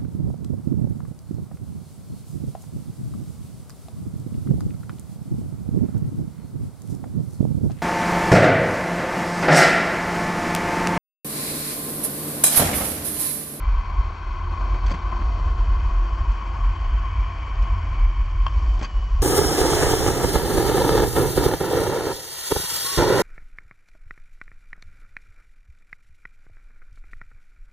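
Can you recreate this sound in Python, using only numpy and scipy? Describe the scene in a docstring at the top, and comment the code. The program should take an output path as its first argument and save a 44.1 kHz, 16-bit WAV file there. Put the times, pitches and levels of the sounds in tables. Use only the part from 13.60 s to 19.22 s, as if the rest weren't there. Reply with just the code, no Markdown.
"""On a concrete seaside path, inline skates roll along, heard from a camera riding with the skater.
The grainy concrete shakes the wheels and keeps the gear ringing, over a hum that sinks as they slow.
The wheels clatter over slab joints, the gear clicks (once loudly), and a thin whistle comes up
at the end. All the while, gusts of wind buffet the microphone."""
import sys
import numpy as np
from scipy import signal
from scipy.fft import rfft, irfft, next_fast_len
from scipy.io import wavfile
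from scipy.ndimage import map_coordinates

SR = 44100
rng = np.random.default_rng(int(sys.argv[2]) if len(sys.argv) > 2 else 0)


def master(y):
    """Save y as 16-bit WAV."""
    cut = np.clip(np.atleast_2d(y).T, -1, 1)
    pcm = np.round(cut * 32767)  # scale
    wavfile.write(sys.argv[1], SR, pcm.astype(np.int16))


N = 247842

# how hard the concrete shakes the wheels: (time [s], level [dB])
SHAKING = [(0, -1), (.3, -1), (.45, 1), (.84, -2.5), (.94, 1.5), (1.15, 3), (1.45, 1), (1.6, 4), (2.3, 1),
           (3.05, 0.5), (3.4, -1.5), (4.3, 0), (4.7, -5), (5.08, 1), (5.3, -2), (5.6, -0.5)]
# the rolling sound drifts between two tones: (time [s], share of the second tone [0-1])
TONE_DRIFT = [(0, 0), (1.5, 0), (2.6, 0.63), (4.3, 0.6), (5.1, 0.8), (5.6, 0.9)]
# the low rumble of rolling: (frequency [Hz], level [dB])
RUMBLE_SPECTRUM = [(70, -10.5), (140, 4), (220, 3.5), (265, 0), (315, 3.5), (400, -2.5), (500, -4),
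                   (680, 0), (790, 1.5), (900, -13.5), (1300, -29.5)]
# where the gear rings, low to high: (frequency [Hz], width [Hz], first tone [dB], second tone [dB])
RING_BANDS = [(973, 94, -6, -5), (1035, 30, 1.5, -0.5), (1090, 28.3, 2, 4.5), (1136, 62, -8.5, -8.5),
              (1388, 160, -14.5, -13), (1524, 57, -10, -13.5)]
RASP_BANDS = [(1750, 140, -3.5, -2.5), (1900, 70, -14, -1), (2052, 51, 3.5, -11), (2170, 190, -9, -6),
              (2493, 160, -0.5, -3), (3020, 160, -6.5, 0), (3157, 140, -3, -4.5)]
HISS_BANDS = [(3480, 310, -3.5, -3), (3880, 130, -4, -7), (4307, 150, 0.5, -3), (4640, 190, -1, 3),
              (4900, 240, -12.5, -1.5), (5473, 160, -0.5, 3.5), (6215, 130, -10, -3),
              (6610, 220, -13.5, -8.5), (6900, 260, -18.5, -10), (7480, 170, -17.5, -9.5)]
# a narrow whine in the rolling noise: (time [s], level [dB])
WHINE_LEVELS = [(0, -51), (.9, -60), (1.15, -52.5), (1.55, -57.5), (1.8, -67.5), (2.5, -66.5), (2.9, -51.5),
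                (3.25, -60.5), (3.5, -53.5), (3.88, -50.5), (4.2, -52.5), (4.4, -48.5), (4.7, -56.5),
                (5, -54.5), (5.6, -64)]
# the tone of that whine: (frequency [Hz], level [dB])
WHINE_SPECTRUM = [(1900, -40.5), (2150, -12.5), (2240, -1), (2315, 0), (2400, -5), (2480, -14),
                  (2750, -37.5)]
# a wheel hits a joint or bump: (time [s], thud [dB], clack [dB], scuff [dB], time to fade 60 dB [s])
JOINT_HITS = [(0.915, -34, -44.5, -54, 0.029), (1.142, -37, -37.5, -51, 0.11),
              (1.261, -42, -46, -42.5, 0.038), (1.265, -33, -39.5, -40, 0.046),
              (1.28, -35.5, -37, -45, 0.066), (1.296, -34, -31, -44, 0.051),
              (1.306, -27.5, -30, -41, 0.028), (1.3115, -23.5, -34.5, -43.5, 0.047),
              (1.315, -31, -29, -37.5, 0.025), (1.32, -31.5, -32, -37.5, 0.03),
              (1.339, -29.5, -34, -46.5, 0.076), (1.347, -33, -39, -46, 0.055),
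              (1.5167, -36.5, -40, -51, 0.027), (1.527, -34, -34.5, -53, 0.029),
              (1.6175, -33.5, -34, -56.5, 0.03), (1.622, -44, -36.5, -57, 0.022),
              (2.716, -47, -56, -50, 0.08), (4.023, -38, -49, -47, 0.07), (5.192, -29, -42.5, -42, .03),
              (5.198, -44.5, -38, -44, .04), (5.2117, -23, -32, -40.5, 0.032),
              (5.2239, -23.5, -33, -39, 0.035), (5.229, -33, -31.5, -36, 0.051),
              (5.2375, -34.5, -33, -41, 0.032), (5.2442, -30, -29, -40, .035),
              (5.252, -44.5, -32.5, -44.5, 0.06)]
# the three parts of such a hit: (frequency [Hz], level [dB])
THUD_SPECTRUM = [(80, -30), (170, 5), (320, -7), (560, -6.5), (900, -13.5), (2000, -34.5)]
CLACK_SPECTRUM = [(500, -31), (850, -9), (1100, 7), (1320, -5), (1550, 1.5), (2000, -4.5), (2450, -0.5),
                  (2800, -9.5), (3150, -4.5), (3700, -22)]
SCUFF_SPECTRUM = [(2200, -27.5), (2950, -6), (3300, -0.5), (3600, -6), (4000, -7), (4400, 1.5), (4720, -5),
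                  (4950, -6.5), (5400, 1), (5780, -12), (6080, -2), (6300, -9.5), (6520, -7.5), (7200, -13),
                  (7620, -10.5), (8200, -24.5), (9500, -31.5), (11000, -45)]
# knocks on a wheel frame, and clicks of the gear: (time [s], level [dB], treble tilt [dB per octave])
FRAME_KNOCKS = [(1.263, -41, -14), (1.305, -40, -1), (1.315, -46.5, 10), (1.321, -44.5, -2),
                (5.227, -40.5, 12), (5.2464, -32.5, -3.5)]
GEAR_CLICKS = [(0.503, -27, -10), (1.011, -23.5, -8), (1.241, -24.5, -7), (1.524, -23, -8),
               (1.622, -24.5, -8), (4.865, -14, -0.5), (4.88, -35, 4.5), (4.923, -30.5, -3)]
# the notes a knock and a click ring with: (frequency [Hz], level [dB], time to fade 60 dB [s])
FRAME_NOTES = [(3060, -9, .04), (3340, -8, .045), (4440, -9, .05), (4640, 0, .06), (6130, -11, .04),
               (6520, -15, .045), (7520, -17, .035)]
CLICK_NOTES = [(650, -16.5, 0.045), (1059, 3, 0.023), (1590, -11, 0.024), (2280, -16, 0.024),
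               (2660, -13.5, 0.024), (2800, -15.5, 0.034), (3140, -8.5, 0.033), (4500, -17.5, .014),
               (4900, -19, 0.014), (5250, -27, .016), (5530, -24, 0.03), (7600, -32, 0.01)]
# the hum of the wheels: (time [s], low note [dB], its octave [dB])
HUM_LEVELS = [(0, -73, -68), (.45, -58, -73.5), (.93, -51.5, -62.5), (1.5, -48.5, -59), (1.9, -60, -57.5),
              (2.35, -49.5, -57), (3, -59, -58), (4.2, -61, -55), (4.6, -54.5, -67), (5.6, -81.5, -69.5)]
# the thin whistle: (time [s], pitch [Hz], level [dB])
WHISTLE_PATH = [(5, 3130, -75), (5.06, 3110, -57), (5.11, 3050, -52.5), (5.18, 3028, -61),
                (5.26, 3020, -57), (5.3, 2941, -57), (5.34, 2925, -54), (5.385, 2946, -51.5),
                (5.425, 2972, -56), (5.47, 2942, -56), (5.53, 2908, -62), (5.6, 2885, -57)]
# the wind's steady push between gusts, and its flutter: (time [s], level [dB])
WIND_LEVELS = [(0, -15), (.26, -29.5), (.46, -27), (.56, -38), (.7, -28.5), (1.2, -24), (1.39, -30.5),
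               (1.52, -25), (1.8, -25), (2.45, -31), (2.85, -26.5), (3.1, -30), (3.5, -26.5), (3.88, -25.5),
               (4.25, -24.5), (4.55, -29.5), (4.88, -24), (5.2, -24.5), (5.3, -32), (5.6, -26)]
FLUTTER_LEVELS = [(0, -34), (.46, -32), (.57, -38.5), (.7, -41.5), (.87, -28.5), (.99, -33), (1.14, -31.5),
                  (1.33, -32.5), (1.48, -36.5), (1.6, -31), (1.72, -32.5), (1.82, -32), (2.1, -32),
                  (2.26, -31), (2.46, -41.5), (2.63, -33.5), (2.76, -41), (3, -30.5), (3.12, -34.5),
                  (3.66, -31), (3.8, -37.5), (4.03, -36), (4.14, -29), (4.57, -36), (4.85, -31.5),
                  (4.97, -42), (5.06, -34.5), (5.43, -45.5), (5.6, -35)]
# gusts, the last one cut off abruptly as the sound ends: (peak time [s], length [s], level [dB])
WIND_GUSTS = [(0.116, 0.079, -22), (0.174, 0.087, -16), (0.396, 0.023, -11.5), (0.89, 0.081, -30),
              (1.035, 0.059, -24), (1.128, 0.066, -16.5), (1.273, 0.074, -16), (1.678, 0.068, -18.5),
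              (1.827, 0.034, -20), (1.868, 0.021, -13), (1.925, 0.015, -14), (2.012, 0.048, -15),
              (2.12, 0.14, -16), (2.263, 0.057, -15.5), (2.39, 0.16, -17), (2.534, 0.017, -16),
              (2.615, 0.032, -16), (2.699, 0.033, -13), (3.069, 0.092, -15), (3.212, 0.043, -24),
              (3.293, 0.065, -21.5), (3.35, 0.05, -15), (3.422, 0.028, -19), (3.6, 0.041, -15.5),
              (4.017, 0.049, -14.5), (4.123, 0.042, -16.5), (4.315, 0.022, -15), (4.427, 0.077, -13),
              (4.471, 0.062, -14.5), (4.615, 0.077, -16.5), (4.738, .04, -26), (4.818, 0.047, -17),
              (4.975, 0.023, -12.5), (5.038, 0.029, -19), (5.097, 0.042, -16), (5.163, .04, -22.5),
              (5.374, 0.053, -15.5), (5.441, 0.053, -22), (5.531, 0.083, -15.5), (5.627, 0.058, -10.5)]
# moments when the wind lets go: (time [s], length [s], level change [dB])
WIND_LULLS = [(0.041, 0.038, -13), (0.234, 0.023, -19), (0.437, 0.017, -7), (0.97, 0.027, -8),
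              (1.4, 0.075, -1.5), (1.777, 0.016, -8), (1.98, .025, -8), (2.054, .02, -10.5),
              (2.3, 0.018, -9), (2.83, .05, -5.5), (3.439, 0.014, -13), (3.733, 0.06, -9),
              (3.882, 0.047, -10), (4.215, 0.027, -16), (5.497, .025, -12.5)]
# large and small swirls of air on the microphone: (frequency [Hz], level [dB])
THROB_SPECTRUM = [(12, -23), (21, -24), (29, -12), (36.5, -4), (44, 0), (51, -5.5), (60, -15), (78, -41),
                  (140, -90.5)]
FLUTTER_SPECTRUM = [(45, -37), (62, -10), (75, 2.5), (87, -3), (100, -14), (115, -16), (137, -24.5),
                    (200, -37.5), (500, -68)]
# which of the microphone's two openings is louder: (frequency [Hz], left minus right [dB])
STEREO_BALANCE = [(300, 0), (480, 2.5), (620, 2.5), (820, 5.5), (980, 6.5), (1150, 6), (1370, 3.5),
                  (1520, 4.5), (1680, -0.5), (1900, -6), (2060, 7), (2270, -5.5), (2450, 4.5), (2650, 1),
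                  (3050, 0.5), (3250, 4), (3430, -0.5), (3700, 3), (3900, -2.5), (4450, -5), (4700, -2.5),
                  (5500, -0.5), (6400, -1), (8000, 3)]
# how far the left wave runs ahead of the right: (frequency [Hz], phase [radians])
LEFT_LEAD = [(520, 0.19), (860, -0.48), (1200, -.38), (1420, 0.4), (1950, .15), (2200, -0.4), (2450, 0.011),
             (2650, -1.1), (2790, -0.084), (2930, -1.15), (3190, -1.1), (3380, 0.24), (3670, 0.78),
             (4000, -.6), (4150, -0.12)]
# how alike left and right sound: (frequency [Hz], likeness [0-1])
STEREO_LIKENESS = [(380, 0.98), (570, 0.82), (1050, 1), (1540, 0.98), (1810, 0.7), (2070, 0.9), (2250, 0.9),
                   (2500, 0.9), (2680, .52), (2900, 0.99), (3130, 0.87), (3450, 0.6), (4000, .5),
                   (4250, .95), (6600, 1), (7100, 0.98), (7600, 0.8)]
# narrow dips that hollow out the treble: (frequency [Hz], width [Hz], level change [dB])
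TREBLE_DIPS = [(2560, 40, 0), (2880, 64, -4.5), (3940, 110, -3.5), (4810, 350, -3.5), (5380, 250, -8.5),
               (6600, 100, -2), (7100, 140, -6.5)]

TIME = np.arange(N) / SR
LN_1000 = np.log(1000)  # fading by 60 dB means getting 1000 times smaller
WHEEL_ATTACK_S = 0.001  # how fast a wheel's contact builds


def rolling():
    """The fine grain of the concrete shakes the wheels and keeps the gear ringing."""
    ebb_db = 5 * np.maximum(TIME - 4.3, 0)  # the ring ebbs 5 dB a second after 4.3 s
    ring_db = shaken_db(-38, follow=0.53, drift_db=-0.59) - ebb_db + 0.85 * wobble(7)
    rasp_db = shaken_db(-49.5, follow=0.15, drift_db=0.3) + swell(3.52, 1.8, 2.4) - 0.48 * ebb_db
    hiss_db = shaken_db(-56.5, follow=0.65, drift_db=-0.68) + swell(5.14, 0.6, 1.9)
    patches = amp(0.6 * wobble(70))
    grit = amp(0.75 * wobble(900)) * patches
    lumps_db = wobble(45)  # uneven concrete
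    rumble_db = shaken_db(-46, follow=1.15, drift_db=-0.65) + lumps_db
    rumble = amp(rumble_db) * patches * unit(coloured(noise_pair(), RUMBLE_SPECTRUM))
    ring = amp(ring_db) * gear_ringing(noise_pair() * grit, RING_BANDS, low_hz=790, high_hz=1716)
    rasp = amp(rasp_db) * gear_ringing(noise_pair() * grit, RASP_BANDS, low_hz=1490, high_hz=3330)
    hiss = amp(hiss_db) * gear_ringing(noise_pair() * grit, HISS_BANDS, low_hz=3400, high_hz=8390)
    whine = amp(curves(WHINE_LEVELS)[0]) * unit(coloured(noise_pair() * grit, WHINE_SPECTRUM))
    return rumble + ring + rasp + whine + hiss


def shaken_db(base_db, follow, drift_db):
    """A layer's level follows the shaking of the wheels and the drift of the tone."""
    return base_db + follow * curves(SHAKING)[0] + drift_db * curves(TONE_DRIFT)[0]


def gear_ringing(x, bands, low_hz, high_hz):
    """The gear picks its own bands out of the shaking x, drifting between two tones."""
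    centre, width, *tones_db = np.transpose(bands)[:, :, None]
    grid_hz = np.linspace(0, SR / 2, 4096)
    outside_cut = (1 + (low_hz / (grid_hz + 1)) ** 16) * (1 + (grid_hz / high_hz) ** 36)
    off_centre = 1 + (2 * (grid_hz - centre) / width) ** 2
    gains = [np.sqrt(np.sum(amp(db) ** 2 / off_centre, axis=0) / outside_cut) for db in tones_db]
    first, second = [unit(shaped(x, lambda hz: np.interp(hz, grid_hz, gain))) for gain in gains]
    share = curves(TONE_DRIFT)[0]
    return (1 - share) * first + share * second


def slab_joints():
    """A wheel dropping into a joint gives a push, a dull thud, a clack of the frame and a bright scuff."""
    power, pushes = np.zeros((3, N)), np.zeros(N)
    t = np.arange(SR // 4) / SR
    for start_s, *levels_db, fade_s in JOINT_HITS:
        at = round(start_s * SR)
        for part, db in zip(power, levels_db):
            part[at:][:len(t)] += (amp(db) * hit_shape(t, fade_s)) ** 2
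        pushes[at] += amp(levels_db[0] + 29)  # a solid push starts each thud
    spectra = THUD_SPECTRUM, CLACK_SPECTRUM, SCUFF_SPECTRUM
    direct, diffuse = sum(np.sqrt(part) * unit(coloured(noise_pair(), spectrum))
                          for part, spectrum in zip(power, spectra))
    return np.array([direct + coloured(pushes, THUD_SPECTRUM), diffuse])


def frame_knocks():
    """The hardest knocks at the joints ring the metal wheel frames."""
    out, t = np.zeros(N), np.arange(SR // 8) / SR
    for hz, note_db, fade_s in FRAME_NOTES:
        tone = sine(hz * (1 + 0.0021 * wobble(400))) / np.sqrt(2)  # the loose frame's pitch shivers
        octaves = np.log2(hz / FRAME_NOTES[3][0])  # above the strongest note
        for start_s, db, tilt in FRAME_KNOCKS:
            at = round(start_s * SR)
            strength = amp(db + note_db + tilt * octaves)
            out[at:][:len(t)] += strength * hit_shape(t, fade_s) * tone[at:][:len(t)]
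    return out


def gear_clicks():
    """Hard contacts make the gear ring very briefly."""
    out, t = np.zeros(N), np.arange(SR // 8) / SR
    rise = (1 - np.exp(-t / 0.0005)) ** 2
    for hz, note_db, fade_s in CLICK_NOTES:
        note = rise * np.exp(-LN_1000 * t / fade_s) * np.sin(2 * np.pi * hz * t)
        octaves = np.log2(hz / CLICK_NOTES[1][0])  # above the strongest note
        for start_s, db, tilt in GEAR_CLICKS:
            out[round(start_s * SR):][:len(t)] += amp(db + note_db + tilt * octaves) * note
    return out


def wheel_hum(start_hz=361.8, floor_hz=336, coast_s=2.1):
    """The spinning wheels hum with a wavering note and its octave, sinking as they slow."""
    low_db, octave_db = curves(HUM_LEVELS)
    pitch_hz = floor_hz + (start_hz - floor_hz) * np.exp(-TIME / coast_s)
    pitch_hz *= 1 + 0.0058 * wobble(60)
    low = amp(low_db + 3.3 * wobble(18)) * sine(pitch_hz)
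    octave = amp(octave_db + 1.5 * wobble(8)) * sine(2 * pitch_hz)
    return low + octave


def whistle(squeal_hz=5800):
    """A faint whistle swells twice and sinks in pitch; a higher, rougher squeal joins at the end."""
    pitch_hz, level_db = curves(WHISTLE_PATH)
    tone = amp(level_db) * sine(pitch_hz * (1 + 0.001 * wobble(90)))
    squeal = swell(5.55, 0.19, amp(-69)) * sine(squeal_hz * (1 + 0.004 * wobble(300)))
    flicker = amp(0.8 * wobble(27))
    return flicker * (tone + squeal)


def wind():
    """Large swirls of air throb on the microphone, steadily and in gusts; small ones flutter above."""
    large = swirls(THROB_SPECTRUM, rise_hz_per_s=0.55)
    steady = amp(curves(WIND_LEVELS)[0] + 1.5 + 2.5 * wobble(24))
    gust_power = sum(swell(peak_s, length_s, amp(db)) ** 2 for peak_s, length_s, db in WIND_GUSTS)
    gusts = np.sqrt(steady ** 2 + gust_power) - steady
    buffet = steady * throb(large, evenness=1.7) + gusts * throb(large, evenness=5.9)
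    buffet *= amp(sum(swell(*lull) for lull in WIND_LULLS))
    # keep only the deep bass, about 27 to 82 Hz
    buffet = filtered(buffet, lambda hz: 1 / np.hypot(1, (hz / 82) ** 5)
                      / np.hypot(1, (27 / (hz + 1)) ** 6))
    flutter_db = curves(FLUTTER_LEVELS)[0] - 0.5 * wobble(11)
    flutter = amp(flutter_db) * throb(swirls(FLUTTER_SPECTRUM, rise_hz_per_s=2.2), evenness=0.58)
    # a little of the pressure differs between left and right
    side = amp(-65.5) * air_noise(THROB_SPECTRUM) + amp(-75.5) * air_noise(FLUTTER_SPECTRUM)
    return buffet + flutter + np.array([side, -side])


def air_noise(spectrum):
    """Random air pressure with this spectrum, at strength 1."""
    return unit(coloured(rng.standard_normal(N), spectrum))


def swirls(spectrum, rise_hz_per_s):
    """Swirling air that slowly quickens, as complex numbers whose size is its strength."""
    return signal.hilbert(air_noise(spectrum)) * np.exp(1j * np.pi * rise_hz_per_s * TIME ** 2)


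def throb(swirl, evenness):
    """Even out the swirls' swings, so that the wind sets their size."""
    return unit(swirl.real / np.hypot(np.abs(swirl), 1 / evenness))


def microphone(direct, diffuse, bass_hz=480):
    """The left and right openings hear each frequency at their own level and phase."""
    sides = np.array([[0.5], [-0.5]])

    def apart(hz):  # long bass waves reach both openings nearly alike
        return np.minimum(hz / bass_hz, 1)

    def spread(hz):
        return apart(hz) * np.arccos(np.clip(look_up(STEREO_LIKENESS, hz), 0, 1)) / 2

    def openings(hz):
        phase = sides * apart(hz) * look_up(LEFT_LEAD, hz)
        return amp(sides * look_up(STEREO_BALANCE, hz)) * np.exp(1j * phase)

    mid = filtered(direct, lambda hz: np.cos(spread(hz)))
    side = filtered(diffuse, lambda hz: np.sin(spread(hz)))
    return filtered(np.array([mid + side, mid - side]), openings)


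def amp(db):
    """Turn decibels into a number to multiply by."""
    return 10 ** (np.asarray(db) / 20)


def unit(x):
    """Scale x to an average strength (rms) of 1."""
    return x / np.sqrt(np.mean(x ** 2) + 1e-20)


def look_up(table, hz):
    """Read a (frequency, value) table at hz, on a scale of octaves."""
    frequencies, values = np.transpose(table)
    return np.interp(np.log(hz + 1), np.log(frequencies + 1), values)


def curves(table):
    """One value per sample for each column after the time."""
    times, *columns = np.transpose(table)
    return [np.interp(TIME, times, column) for column in columns]


def wobble(per_s):
    """A smooth curve through per_s random values a second."""
    return map_coordinates(rng.standard_normal(8192), [TIME * per_s], mode="wrap")


def swell(peak_s, length_s, height):
    """A smooth hump, length_s wide at half its height."""
    return height * 0.5 ** np.minimum((2 * (TIME - peak_s) / length_s) ** 2, 50)


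def hit_shape(t, fade_s):
    """A wheel's hit builds fast, then fades by 60 dB in fade_s."""
    return (1 - np.exp(-t / WHEEL_ATTACK_S)) * np.exp(-LN_1000 * t / fade_s)


def sine(hz):
    """A pure tone of strength 1 on a moving pitch."""
    return np.sqrt(2) * np.sin(2 * np.pi * np.cumsum(hz) / SR)


def noise_pair():
    """Two unrelated white noises: the direct sound and its diffuse (scattered) part."""
    return rng.standard_normal((2, N))


def filtered(x, response):
    """Multiply each frequency in x by response(hz)."""
    size = next_fast_len(N + SR // 2)
    return irfft(rfft(x, size) * response(np.fft.rfftfreq(size, 1 / SR)), size)[..., :N]


def shaped(x, gain):
    """Filter x by gain(hz) so that it rings only after a sound, never before."""
    def response(hz):
        cepstrum = irfft(np.log(np.maximum(gain(hz), 1e-6)))
        half = len(cepstrum) // 2
        return np.exp(rfft(np.r_[cepstrum[0], 2 * cepstrum[1:half]], len(cepstrum)))
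    return filtered(x, response)


def coloured(x, spectrum):
    """Shape x by a (frequency, level) table, falling away past its last row."""
    return shaped(x, lambda hz: amp(look_up(spectrum, hz)) / np.maximum(1, hz / spectrum[-1][0]) ** 4)


def scene():
    """The skates in stereo, with the wind on top."""
    direct, diffuse = rolling() + slab_joints()
    direct = direct + wheel_hum() + whistle() + frame_knocks() + gear_clicks()
    return microphone(direct, diffuse) + wind()


def record(dry, top_hz=12000):
    """Narrow dips hollow out the treble, and the camera loses the very highest sounds."""
    def response(hz):
        dips_db = sum(db * np.exp(-(2 * (hz - centre) / width) ** 2)
                      for centre, width, db in TREBLE_DIPS)
        return amp(dips_db) / np.hypot(1, (hz / top_hz) ** 24)
    return filtered(dry, response)


dry = scene()
out = record(dry)
master(out)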